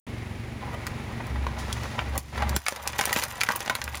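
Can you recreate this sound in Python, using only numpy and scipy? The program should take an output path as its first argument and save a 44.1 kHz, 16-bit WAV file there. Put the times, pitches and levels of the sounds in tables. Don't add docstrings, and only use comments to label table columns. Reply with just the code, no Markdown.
import sys
import numpy as np
from scipy import signal
from scipy.fft import rfft, irfft
from scipy.io import wavfile
from scipy.ndimage import uniform_filter1d

SR = 44100
rng = np.random.default_rng(int(sys.argv[2]) if len(sys.argv) > 2 else 0)


def file_out(sig):
    cols = np.atleast_2d(sig).T
    lim = np.clip(cols, -1, 1)
    pcm = np.round(lim * 32767).astype(np.int16)
    wavfile.write(sys.argv[1], SR, pcm)


N = 176400
TIME = np.arange(N) / SR


def amp(db):
    return 10 ** (np.asarray(db) / 20)


def unit(x):
    return x / np.sqrt(np.mean(x ** 2) + 1e-20)


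def curve(points):
    return np.interp(TIME, *np.transpose(points))


def at_hz(points, hz):
    f, value = np.transpose(points)
    return np.interp(np.log(hz + 1), np.log(f), value)


def colour(x, points):
    gain = amp(at_hz(points, np.fft.rfftfreq(len(x), 1 / SR)))
    return unit(irfft(rfft(x) * gain, len(x)))


def bell_eq(x, bands):
    f = np.fft.rfftfreq(len(x), 1 / SR)
    gain = amp(sum(db * np.exp(-.5 * ((f - hz) / width) ** 2) for hz, width, db in bands))
    return irfft(rfft(x) * gain, len(x))


def add(mix, s, sound):
    part = mix[round(s * SR):][:len(sound)]
    part += sound[:len(part)]


def dense_modes(t, hz, octaves):
    f = np.fft.rfftfreq(len(t), 1 / SR) + 1
    return irfft(np.exp(-.5 * (np.log2(f / hz) / octaves) ** 2 + 2j * np.pi * rng.random(len(f))))


def struck(carrier, t, decay_s, attack_s=.00054, blow_s=.0074):
    x = carrier * np.minimum(t / attack_s, 1) * np.exp(-t / decay_s)
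    return x / np.sqrt(np.sum(x ** 2) / (blow_s * SR))


def grains(per_s, spread_db, decay_s, clump_db, bands=20):
    t, out = np.arange(1024) / SR, np.zeros(N)
    wander = unit(uniform_filter1d(uniform_filter1d(rng.standard_normal(N), 600), 400))
    clumps = amp(clump_db * np.tanh(wander))
    for hz in np.geomspace(200, 16000, bands):
        slips = rng.random(N) < per_s / bands / SR
        sizes = amp(spread_db * np.minimum(rng.exponential(1, N), 3.5))
        rattle = dense_modes(t, hz, octaves=1) * np.exp(-t / decay_s)
        out += signal.oaconvolve(slips * sizes * clumps, rattle)[:N]
    return out


# (frequency [Hz], time to fall 60 dB [s])
GARAGE_DECAY = [(1000, 0.38), (4000, 0.17), (15000, 0.14)]
def echo(tail_db=-17.5, near_db=-8.5, near_decay_s=.0049):
    t = np.arange(16384) / SR
    hz, age, spectrum = signal.stft(rng.standard_normal(len(t)) * (t > .008), SR, nperseg=256)
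    fade = amp(-60 * age / at_hz(GARAGE_DECAY, hz)[:, None])
    tail = signal.istft(spectrum * fade, SR, nperseg=256)[1][:len(t)]
    near = rng.standard_normal(len(t)) * (t > .002) * np.exp(-t / near_decay_s)
    return amp(tail_db) * tail / np.linalg.norm(tail) + amp(near_db) * near / np.linalg.norm(near)


def garage(x, places=7, shifts_per_s=20):
    out = x.copy()
    for k in range(places):
        away = np.minimum(abs((TIME * shifts_per_s - k) % places - 1), 1)
        out += signal.oaconvolve(x * np.cos(np.pi / 2 * away), echo())[:N]
    return out


# (multiple of the firing rate, level before the fader [dB])
IDLE_HARMONICS = [(2, -50), (3, -44.5), (4, -44), (5, -41), (6, -51), (9, -53), (10, -49)]
# (frequency [Hz], gain [dB])
IDLE_NOISE_EQ = [(25, -8), (60, -10.5), (110, -2), (165, -8), (230, -5.5), (300, -10.5), (380, -10.5),
                 (500, -16), (850, -17.5), (1400, -23), (2150, -17.5), (2900, -25.5), (5000, -33),
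                 (7500, -37), (10500, -40), (15500, -49.5)]
# (time [s], gain [dB])
IDLE_FADER = [(.07, 0.5), (.55, -1), (.95, 1), (1.7, 0), (2.18, -1.5), (2.205, -12), (2.31, -9.5),
              (2.36, 0), (2.575, -0.5), (2.605, -26), (2.7, -26), (2.9, -9), (3.5, -11.5), (4, -10)]
def engine_idle(firing_hz=23.21, first_firing_s=.097, noise_db=-39, chuff_depth=.087):
    phase = 2 * np.pi * firing_hz * (TIME - first_firing_s)
    slow_eq = [(4, -12), (20, -30), (100, -100)]
    hum = np.zeros(N)
    for k, db in IDLE_HARMONICS:
        waver, drift = (colour(z, slow_eq) for z in rng.standard_normal((2, N)))
        hum -= amp(db + 1.8 * waver) * np.sqrt(2) * np.cos(k * phase + .45 * drift)
    chuff = colour(rng.standard_normal(N) * (1 + chuff_depth * np.cos(phase)), IDLE_NOISE_EQ)
    return (hum + amp(noise_db) * chuff) * amp(curve(IDLE_FADER))


# (time [s], level [dB])
DRONE_LEVEL = [(1.24, -71), (1.31, -31.5), (1.38, -27.5), (1.58, -34), (1.74, -36.5), (1.93, -47),
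               (2.01, -33), (2.17, -31), (2.22, -43.5), (2.31, -48), (2.4, -30), (2.57, -29), (2.61, -51),
               (2.75, -54.5), (2.88, -42), (3.03, -44.5), (3.7, -77), (3.86, -37), (4, -45.5)]
# (time [s], pitch [Hz])
DRONE_PITCH = [(1.76, 66.8), (1.85, 67.27), (2.6, 70.1), (3, 71.2)]
def engine_drone():
    phase = 2 * np.pi * np.cumsum(curve(DRONE_PITCH)) / SR
    return np.sqrt(2) * np.sin(phase) * amp(curve(DRONE_LEVEL))


# (centre [Hz], width [Hz], gain [dB])
BOWL_RESONANCES = [(740, 125, 7), (1000, 39, 8.5), (1510, 330, -2.5), (1910, 76, 4)]
def bowl_body(x):
    return unit(bell_eq(x, BOWL_RESONANCES))


# (time [s], level [dB])
SCRAPE_LEVEL = [(.56, -60), (.63, -45), (1.55, -45), (1.65, -40), (2.17, -41), (2.2, -74), (2.32, -48),
                (2.35, -35), (2.43, -35.5), (2.47, -38.5), (2.57, -37), (2.6, -73), (2.66, -50.5),
                (2.79, -45), (2.86, -35), (2.95, -43), (3.02, -38.5), (3.18, -37), (3.28, -42),
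                (3.4, -41.5), (3.52, -43), (3.63, -42.5), (4, -45)]
# (frequency [Hz], gain [dB])
SCRAPE_EQ = [(100, -2), (300, -13), (550, 0), (800, -2.5), (1400, 0), (2100, -2.5), (3200, -10.5),
             (6000, -21), (16000, -35.5)]
def scrape():
    grit = grains(per_s=2600, spread_db=3.5, decay_s=.0037, clump_db=4.5)
    return bowl_body(colour(grit, SCRAPE_EQ)) * amp(curve(SCRAPE_LEVEL))


# (time [s], level [dB])
CRINKLE_LEVEL = [(1.54, -73), (1.83, -69), (2.25, -55.5), (2.45, -74), (2.63, -52.5), (2.71, -44),
                 (2.8, -46.5), (2.87, -49), (2.96, -46), (3.03, -40.5), (3.2, -37.5), (3.3, -44),
                 (3.6, -45), (3.9, -50), (3.96, -41.5), (4, -51)]
# (frequency [Hz], gain [dB])
CRINKLE_EQ = [(300, -36), (1200, 0), (2500, -2), (4000, -6), (6500, -5.5), (10000, -10.5), (14000, -10),
              (16500, -26)]
def crinkle():
    crackle = grains(per_s=1900, spread_db=6, decay_s=.0019, clump_db=3.5)
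    return colour(crackle, CRINKLE_EQ) * amp(curve(CRINKLE_LEVEL))


# (time [s], level [dB])
HISS_LEVEL = [(1.55, -98), (1.59, -40), (1.64, -51), (1.85, -48), (2.16, -60.5), (2.22, -63), (2.38, -51.5),
              (2.57, -74)]
def tread_hiss():
    return unit(dense_modes(TIME, hz=3580, octaves=.96)) * amp(curve(HISS_LEVEL))


# (time [s], length [s], level [dB])
CREAKS = [(0.621, 0.026, -41), (0.668, 0.034, -40), (0.725, 0.03, -37.5), (1.196, 0.014, -35),
          (2.145, 0.031, -35), (2.41, 0.038, -34.5), (1.977, 0.017, -33), (3.692, 0.017, -43)]
def creaks(slips_per_s=260):
    t, tap_t, out = np.arange(4096) / SR, np.arange(512) / SR, np.zeros(N)
    for s, length, db in CREAKS:
        jitter = amp(5 * unit(uniform_filter1d(rng.standard_normal(len(t)), 100)))
        slip_count = np.floor(np.cumsum(slips_per_s / SR * jitter))
        slips = np.diff(slip_count, prepend=0) * np.sin(np.pi * np.minimum(t / length, 1))
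        tap = dense_modes(tap_t, hz=830, octaves=.81) * np.exp(-tap_t / .0029)
        creak = bowl_body(np.convolve(slips, tap)[:len(t)])
        add(out, s, amp(db) * np.sqrt(length / t[-1]) * creak)
    return out


def squeak(at_s=2.551, length_s=.013, db=-36):
    t, out = np.arange(0, length_s, 1 / SR), np.zeros(N)
    tone = unit(dense_modes(t, hz=7500, octaves=.04))
    add(out, at_s, amp(db) * np.sin(np.pi * t / length_s) * tone)
    return out


# (time [s], level [dB])
THUMPS = [(2.178, -26.5), (2.566, -24)]
def thumps(start_hz=437, end_hz=51.7, glide_s=.0045, decay_s=.0085):
    t, out = np.arange(4096) / SR, np.zeros(N)
    hz = end_hz + (start_hz - end_hz) * np.exp(-t / glide_s)
    thump = np.sin(2 * np.pi * np.cumsum(hz) / SR) * np.exp(-t / decay_s)
    for s, db in THUMPS:
        add(out, s, amp(db) * thump)
    return out


# (time [s], pitch [Hz], level [dB])
SHELL_RINGS = [(1.467, 1030, -26.5), (1.7272, 3280, -34.5), (1.9909, 2805, -31.5), (2.4211, 1120, -33.5),
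               (2.6641, 2240, -26.5), (2.671, 1740, -34), (2.6831, 1900, -30), (2.685, 1220, -33.5),
               (2.7231, 570, -34.5), (2.9903, 822, -26), (3.0111, 2184, -31), (3.1282, 1960, -26),
               (3.1618, 816, -30.5), (3.4134, 2450, -26), (3.434, 2090, -30.5), (3.4888, 1030, -25.5),
               (3.494, 880, -30), (3.504, 1017, -26.5), (3.534, 1080, -32), (3.556, 1050, -33),
               (3.6973, 1473, -24), (3.709, 1033, -32), (3.752, 1250, -30.5), (3.772, 970, -43),
               (3.8161, 1860, -31.5)]
# (multiple of its pitch, relative level [dB])
EGG_MODES = [(.7, -7.5), (1, 4), (1.37, -13.5)]
def shell_rings(sag=.046, sag_s=.0029):
    t, out = np.arange(2048) / SR, np.zeros(N)
    phase_per_hz = 2 * np.pi * np.cumsum(1 + sag * (np.exp(-t / sag_s) - .5)) / SR
    for s, hz, db in SHELL_RINGS:
        modes = sum(amp(mode_db) * np.sin(ratio * hz * phase_per_hz) for ratio, mode_db in EGG_MODES)
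        add(out, s, amp(db) * struck(modes, t, decay_s=.0029 * np.sqrt(1600 / hz)))
    return out


def crack(t, wall_db, snap_db, snap_hz, pitch=1, wall_trim_db=-3):
    snap = struck(dense_modes(t, snap_hz * pitch, octaves=.91), t, decay_s=.0016)
    clack = struck(dense_modes(t, 1600 * pitch, octaves=.73), t, decay_s=.0025)
    return amp(snap_db) * snap + amp(wall_db + wall_trim_db) * clack


# (time [s], knock level [dB], wall level [dB], snap level [dB], snap centre [Hz])
SHELL_BREAKS = [(0.8674, -32.5, -32, -35, 6800), (0.873, -42, -33, -50, 5000),
                (1.2686, -61, -59, -49.5, 8000), (1.467, -30.5, -35, -62, 3000),
                (1.7277, -44, -52, -31, 4340), (1.8336, -39, -40, -43.5, 4930),
                (1.9908, -27, -24.5, -46, 2800), (2.1779, -31, -42, -27, 8400),
                (2.4217, -33, -27.5, -41, 3700), (2.4936, -60, -35, -33, 5900),
                (2.5635, -35, -26, -24.5, 6400), (2.6646, -41, -27.5, -31, 4200),
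                (2.6831, -36.5, -20.5, -25, 5950), (2.723, -38, -45, -41, 4900),
                (2.761, -41, -36.5, -42.5, 5200), (2.8751, -58, -31, -25, 5900),
                (2.9316, -38, -32.5, -44, 4300), (2.9854, -37, -34, -33.5, 4800),
                (2.9903, -22.5, -20.5, -31.5, 5070), (2.9956, -27.5, -28, -35, 4870),
                (3.0108, -28.5, -25, -26.5, 4500), (3.0383, -42, -28.5, -43, 3800),
                (3.0545, -30, -33, -25, 7900), (3.0738, -28, -33, -44, 2800),
                (3.094, -45, -28.5, -40, 5300), (3.1082, -30.5, -36, -50, 5000),
                (3.1284, -34, -27, -25, 7260), (3.155, -46, -32.5, -50, 3500),
                (3.1619, -21, -21, -32.5, 4900), (3.1695, -41, -30, -36, 7000),
                (3.176, -50, -29, -39, 3600), (3.1875, -48, -35, -36.5, 4560),
                (3.223, -32, -31.5, -33.5, 3000), (3.2314, -36, -30, -48, 5430),
                (3.237, -39, -29.5, -27, 6650), (3.312, -50, -34, -44.5, 4580),
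                (3.408, -52, -38, -27.5, 3900), (3.4132, -50, -20, -26, 4240),
                (3.434, -34, -22.5, -27, 6150), (3.4692, -58, -32, -54, 2750),
                (3.4883, -26, -19, -32, 4930), (3.5035, -27.5, -39, -46, 7570),
                (3.5113, -55, -27, -42, 4900), (3.52, -42, -27.5, -35.5, 6100),
                (3.5598, -34, -33, -29.5, 12000), (3.605, -33, -34, -34, 5450),
                (3.6605, -34, -39, -41, 4400), (3.6775, -27, -33, -34.5, 2800),
                (3.6973, -25.5, -23, -29.5, 4800), (3.7031, -29, -32, -46, 4000),
                (3.752, -50, -22.5, -31, 6300), (3.8161, -53, -28.5, -33, 3320),
                (3.8406, -39, -42, -34.5, 6370), (3.8778, -37, -29, -63, 2800),
                (3.9449, -57, -30, -48, 5300), (3.9535, -37.5, -39, -37, 5700),
                (3.9719, -55, -41, -39.5, 6000)]
def shell_breaks(knock_trim_db=-4, give_lead_s=.0042, give_db=-24.5, splinters=11, scatter_s=.011):
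    t, out = np.arange(2048) / SR, np.zeros(N)
    for s, knock_db, *shell in SHELL_BREAKS:
        knock = struck(dense_modes(t, hz=406, octaves=1.73), t, decay_s=.0025)
        add(out, s, crack(t, *shell) + amp(knock_db + knock_trim_db) * knock)
        add(out, s - give_lead_s, amp(give_db) * rng.uniform(0, 2) * crack(t, *shell))
        lags = rng.exponential(1, splinters)
        pitches = 2 ** rng.uniform(-.9, .17, splinters)
        for lag, pitch in zip(lags, pitches):
            gain = amp(-21.5 - 2 * lag)
            add(out, s + .0016 + scatter_s * lag, gain * crack(t, *shell, pitch))
    return out


def scene(start_s=.066, fade_s=.00127):
    engine = engine_idle() + engine_drone()
    bowl = scrape() + crinkle() + tread_hiss() + creaks() + squeak()
    eggs = shell_breaks() + shell_rings()
    fade_in = np.clip((TIME - start_s) / fade_s, 0, 1)
    return ((engine + thumps() + garage(bowl + eggs)) * fade_in)[None]


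# (centre [Hz], width [Hz], gain [dB])
MIC_EQ = [(8450, 500, -7.5), (9500, 850, 3.5), (11970, 470, -12), (14300, 650, 6)]
def record(dry, low_cut_hz=38, high_cut_hz=16300):
    low_cut = signal.butter(2, low_cut_hz, "high", fs=SR, output="sos")
    high_cut = signal.firwin(255, high_cut_hz, window=("kaiser", 9), fs=SR)
    heard = signal.sosfilt(low_cut, bell_eq(dry[0], MIC_EQ))
    return signal.oaconvolve(heard, high_cut, "same")[None]


dry = scene()
out = record(dry)
file_out(out)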